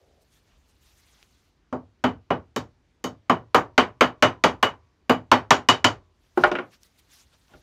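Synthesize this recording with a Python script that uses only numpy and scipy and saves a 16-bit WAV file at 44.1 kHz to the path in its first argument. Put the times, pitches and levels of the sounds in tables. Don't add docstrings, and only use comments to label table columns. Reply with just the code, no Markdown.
import sys
import numpy as np
from scipy import signal
from scipy.io import wavfile

SR = 44100
rng = np.random.default_rng(int(sys.argv[2]) if len(sys.argv) > 2 else 0)


def persist_wave(psi):
    counts = np.round(np.clip(psi, -1, 1) * 32767).astype(np.int16)
    wavfile.write(sys.argv[1], SR, np.atleast_2d(counts).T)


N = 336232

# bench thud/dB, vise ring/dB, pin clink/dB, bright edge/dB
BLOWS = [(1.726, -18.5, 8, -24.5, -16, -13), (2.039, -9, 9.5, -1, -7.5, -1),
         (2.304, -10.5, 8.5, -6, -19.5, -12.5), (2.561, -18, 11, -0.5, 7, 14.5),
         (3.04, -19, 11.5, -4, 6, 18), (3.296, -4.5, 3, -5.5, -12, -2.5), (3.545, 0, -0.5, -4.1, -7.5, 6),
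         (3.778, -1, -0.5, 2, -3, -1), (4.008, -1, -1, 1.5, -4.5, 4), (4.224, -1, 0.5, 2.95, -2, 3.5),
         (4.438, -2, 1.5, 1.2, 0.5, 3.5), (4.627, -4.5, -4, 1.5, -3.5, 9),
         (5.095, -5.5, 5.5, -0.5, -6, 8.5), (5.315, 1, -1.5, 0, -3.5, 0.5), (5.506, -1, -0.5, 3, 5.5, 2.5),
         (5.687, -3.5, -0.5, 5.5, 9, 6), (5.843, -4, 1.5, 3, 7, 6)]
# thud, ring, clink, edge/dB
BOUNCES = [(6.374, -17, 15.5, -12.5, -15, 7), (6.437, -6, -6.5, -2, -22, -4.5),
           (6.515, -24, 19, 2.5, 1, -23), (6.552, -30, 12, 14, -29, -34), (6.586, -25.5, 8, 0.5, -41, -35),
           (7.536, -53.5, 24, 5.5, -2, -9), (7.555, -63.5, 10, -10, -8, -9)]
SHARE_HZ = [180, 1000, 2700, 5500, 11500]
# f/Hz, relative level/dB, t60/s
VISE_MODES = [(107, -14, .16), (178, -17, .13), (251, -4, .18), (409, -8, .1), (453, -7, .1),
              (610, -4, .12), (648, -7, .1), (731, -7, .1), (803, -4, .1), (943, -6, .08), (1030, -7, .07),
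              (1064, -4, .1), (1158, -5, .1), (1241, -6, .1), (1335, -8, .07), (1375, -8, .07),
              (1578, -9, .04), (1750, -12, .05), (2075, -15, .045), (2326, -14, .06)]
# f/Hz, relative level/dB, t60/s
STEEL_MODES = [(2850, -12, .04), (2945, -6, .085), (3030, -7, .07), (3150, -13, .05), (3280, -12, .06),
               (3768, -17, .08), (4404, -19, .08), (4554, -19, .08), (4807, -18, .09), (5491, -21, .08),
               (5949, -24, .07), (6331, -24, .08), (6562, -25, .09), (6869, -25, .1), (7020, -27, .08),
               (8280, -36, .09), (9109, -41, .06), (10078, -40, .07), (11305, -41, .06), (12570, -37, .07),
               (13650, -39, .04), (13800, -38, .08), (15080, -44, .05)]
# f/Hz, relative level/dB, t60/s
LOOSE_IRON_MODES = [(379, -62, .6), (620, -68, .6), (940, -69, .8), (1010, -68, .9), (1060, -69, .7),
                    (1129, -67, .8)]
# f/Hz, relative level/dB, t60/s
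BENCH_MODES = [(188.3, -14, 0.08), (359.7, -1, 0.14), (606, -2.5, 0.19), (814, 0, 0.1), (1087, -7.5, .05),
               (1297, -8.5, 0.061), (1433, 8.5, .045), (1790, -9.5, 0.017), (2160, -19.5, .025),
               (2820, -8, 0.023), (4660, -23.5, 0.031), (6300, -39, .03)]
# f/Hz, relative level per Hz/dB
CLATTER_SPECTRUM = [(30, -44), (60, -24.5), (110, -9), (200, -10.5), (260, -3), (600, -1.5), (1100, 0.5),
                    (1500, -4.5), (2300, -10), (3100, -14.5), (4500, -22.5), (6800, -25.5), (8000, -35),
                    (10000, -44), (13000, -40), (16500, -50)]
# f/Hz, t60/s
CLATTER_DECAY = [(50, 0.83), (130, 0.26), (350, 0.21), (920, 0.19), (2400, 0.16), (6400, 0.15), (15000, .1)]
# t/s, level of the fundamental/dB, f/Hz, t60/s
TICKS = [(1.228, -35, 2550, 0.0022), (6.833, -34, 5640, 0.0019), (7.482, -53, 2880, .005)]
TICK_OVERTONES = [(1.45, -.7), (2.1, .5)]
# t/s, level/dB
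RUBBING = [(0, -72.5), (.65, -71), (.95, -66), (1.3, -65.5), (1.45, -68), (1.65, -91.5), (6.1, -89),
           (6.24, -68.5), (6.6, -72.5), (7.0, -67), (7.62, -65)]
# middle t/s, length/s, level at 5 kHz/dB, tilt/(dB/octave)
SCUFFS = [(0.223, .06, -70, 6), (0.351, 0.13, -64.5, 0), (0.516, 0.17, -76, -8), (0.698, .08, -69, 4),
          (0.878, 0.18, -66, 0.5), (0.988, 0.11, -67, 4), (1.134, 0.29, -68, -3), (6.435, 0.17, -47, -6.5),
          (6.738, 0.093, -55, -1.5), (6.85, 0.11, -61.5, 2), (6.992, 0.047, -55.5, 3),
          (7.164, .19, -56.5, 0.5), (7.338, 0.077, -67, -6), (7.532, .14, -69, -8.5)]
# f/Hz, relative level per Hz/dB
CLOTH_SPECTRUM = [(300, -17.5), (700, -5.5), (1600, -1.5), (3500, 1.5), (6000, 0), (9000, -1),
                  (14000, -4.5), (16000, -6)]
# f/Hz, relative level per Hz/dB
ROOM_SPECTRUM = [(15, -25), (30, -8.5), (61, -1.5), (95, -12.5), (200, -19.5), (300, -19), (550, -27.5),
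                 (1100, -30), (3000, -36), (7000, -42.5), (16000, -60.5)]
# low f/Hz, high f/Hz
HUSH_HZ = (363, 740)
THIRD_OCTAVE_EDGES_HZ = 30 * 2 ** np.arange(0, 9.2, 1 / 3)

HARD_DB = -9
BLOW_LOW_HZ = 58.3
KNOCK_LOW_HZ = 200
CRACK_TILT_DB_PER_OCTAVE = 2
RUBBING_TILT_DB_PER_OCTAVE = -1
SCUFF_EDGE_S = 0.044
ROOM_DB = -63.5
HUSH_DB, HUSH_END_S, HUSH_FADE_DB_PER_S = -67.5, 0.23, 330
MIC_LOW_HZ, MIC_STEP_HZ, MIC_STEP_DB = 56, 6830, -5
OVERLOAD, KNEE = 0.71, 5
CUTOFF_HZ = 16900


def from_db(db):
    return 10 ** (np.asarray(db) / 20)


def rms_one(x):
    return x / np.sqrt(np.mean(x ** 2) + 1e-20)


def at_hz(points, hz):
    curve_hz, values = np.array(points).T
    return np.interp(np.log(hz), np.log(curve_hz), values)


def drift(rate_hz):
    knots = rng.standard_normal(int(N / SR * rate_hz) + 2)
    return np.interp(np.arange(N) / SR * rate_hz, np.arange(len(knots)), knots)


def decay_per_sample(t60_s):
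    return from_db(-60 / (t60_s * SR))


def above(x, hz):
    return signal.sosfilt(signal.butter(2, hz, "high", fs=SR, output="sos"), x)


def ring(clicks, hz, t60_s):
    r = decay_per_sample(t60_s)
    w = 2 * np.pi * hz / SR
    return signal.lfilter([0, np.sin(w)], [1, -2 * r * np.cos(w), r * r], clicks + 1e-18)


def noise_bands(gain):
    white = rng.standard_normal((2, N))
    out = np.zeros(N)
    for k, (low, high) in enumerate(zip(THIRD_OCTAVE_EDGES_HZ, THIRD_OCTAVE_EDGES_HZ[1:])):
        sos = signal.butter(2, [low, high], "band", fs=SR, output="sos")
        out += signal.sosfilt(sos, white[k % 2] * gain(np.sqrt(low * high)))
    return out


def strike_clicks(hits, hz, scatter_db=0):
    t_s, level_db, thud_db, *bright_db = np.transpose(hits)
    shares_db = np.transpose([thud_db, 0 * t_s, *bright_db])
    felt_db = [np.interp(np.log(hz), np.log(SHARE_HZ), row) for row in shares_db]
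    clicks = np.zeros(N)
    clicks[np.round(t_s * SR).astype(int)] = from_db(level_db + felt_db + scatter_db)
    return clicks


def struck_modes(hits, modes, level_db, rattle_db, rattle_t60_s, scatter_db):
    scatter = scatter_db * rng.standard_normal((len(hits), len(modes)))
    white = rng.standard_normal(N + 1000 * len(modes))
    out = np.zeros(N)
    for k, (hz, mode_db, t60_s) in enumerate(modes):
        clicks = strike_clicks(hits, hz, scatter[:, k]) + 1e-18
        chatter = signal.lfilter([from_db(rattle_db)], [1, -decay_per_sample(rattle_t60_s)], clicks)
        chatter_noise = chatter * white[1000 * k:][:N]
        drive = (-1) ** k * clicks + chatter_noise
        out += from_db(mode_db + level_db) * ring(drive, hz, t60_s)
    return out


def clatter(hits, level_db, build_s, early_db, early_t60_s):
    def envelope(hz):
        clicks = strike_clicks(hits, hz) + 1e-18
        tail = signal.lfilter([1], [1, -decay_per_sample(at_hz(CLATTER_DECAY, hz))], clicks)
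        crack_db = early_db + CRACK_TILT_DB_PER_OCTAVE * np.log2(hz / 1000)
        crack = signal.lfilter([from_db(crack_db)], [1, -decay_per_sample(early_t60_s)], clicks)
        r = np.exp(-1 / (build_s * SR))
        built = signal.lfilter([1 - r], [1, -r], tail + crack)
        return from_db(at_hz(CLATTER_SPECTRUM, hz) + level_db) * built
    return noise_bands(envelope)


def hammer_on_pin():
    hard = [blow for blow in BLOWS if blow[1] > HARD_DB]
    vise = struck_modes(BLOWS, VISE_MODES, level_db=-16.5, rattle_db=-24, rattle_t60_s=0.12, scatter_db=2)
    steel = struck_modes(BLOWS, STEEL_MODES, level_db=-19, rattle_db=-21, rattle_t60_s=0.14, scatter_db=4)
    loose = struck_modes(hard, LOOSE_IRON_MODES, level_db=1.5, rattle_db=-30, rattle_t60_s=0.5, scatter_db=2.5)
    dense = clatter(BLOWS, level_db=4.5, build_s=0.00025, early_db=-0.5, early_t60_s=0.017)
    return above(vise + steel + loose + dense, BLOW_LOW_HZ)


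def hammer_laid_down():
    bench = struck_modes(BOUNCES, BENCH_MODES, level_db=-8, rattle_db=-28, rattle_t60_s=0.08, scatter_db=2)
    dense = clatter(BOUNCES, level_db=5.5, build_s=0.0003, early_db=2.5, early_t60_s=0.026)
    return above(bench + dense, KNOCK_LOW_HZ)


def ticks():
    out = np.zeros(N)
    for t_s, level_db, hz, t60_s in TICKS:
        click = np.zeros(N)
        click[round(t_s * SR)] = from_db(level_db)
        out += ring(click, hz, t60_s)
        for multiple, share in TICK_OVERTONES:
            out += share * ring(click, multiple * hz, t60_s)
    return out


def rustle(patchy_db):
    t = np.arange(N) / SR
    bed = from_db(np.interp(t, *np.transpose(RUBBING)))

    def envelope(hz):
        octaves = np.log2(hz / 5000)
        gain = bed * from_db(RUBBING_TILT_DB_PER_OCTAVE * octaves)
        for middle_s, length_s, level_db, tilt in SCUFFS:
            half_s = length_s / 2
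            span = slice(int((middle_s - half_s) * SR), int((middle_s + half_s) * SR))
            to_edge_s = half_s - np.abs(t[span] - middle_s)
            swell = np.clip(to_edge_s / min(SCUFF_EDGE_S, half_s), 0, 1)
            gain[span] += from_db(level_db + tilt * octaves) * swell ** 2
        return gain * from_db(at_hz(CLOTH_SPECTRUM, hz) + patchy_db * drift(60))
    return noise_bands(envelope)


def room(patchy_db):
    floor = noise_bands(lambda hz: from_db(at_hz(ROOM_SPECTRUM, hz) + patchy_db * drift(21)))
    hush_sos = signal.butter(4, HUSH_HZ, "band", fs=SR, output="sos")
    hush = signal.sosfilt(hush_sos, rng.standard_normal(N))
    fade_db = HUSH_FADE_DB_PER_S * np.maximum(np.arange(N) / SR - HUSH_END_S, 0)
    return from_db(ROOM_DB) * rms_one(floor) + from_db(HUSH_DB - fade_db) * rms_one(hush)


def scene():
    hits = hammer_on_pin() + hammer_laid_down()
    return (hits + ticks() + rustle(patchy_db=3) + room(patchy_db=1.5))[None]


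def record(dry):
    heard = above(dry, MIC_LOW_HZ)
    low = signal.sosfilt(signal.butter(9, MIC_STEP_HZ, "low", fs=SR, output="sos"), heard)
    high = signal.sosfilt(signal.butter(9, MIC_STEP_HZ, "high", fs=SR, output="sos"), heard)
    heard = low + from_db(MIC_STEP_DB) * high
    flat = heard / (1 + np.abs(heard / OVERLOAD) ** KNEE) ** (1 / KNEE)
    return signal.sosfilt(signal.cheby2(12, 70, CUTOFF_HZ, fs=SR, output="sos"), flat)


dry = scene()
out = record(dry)
persist_wave(out)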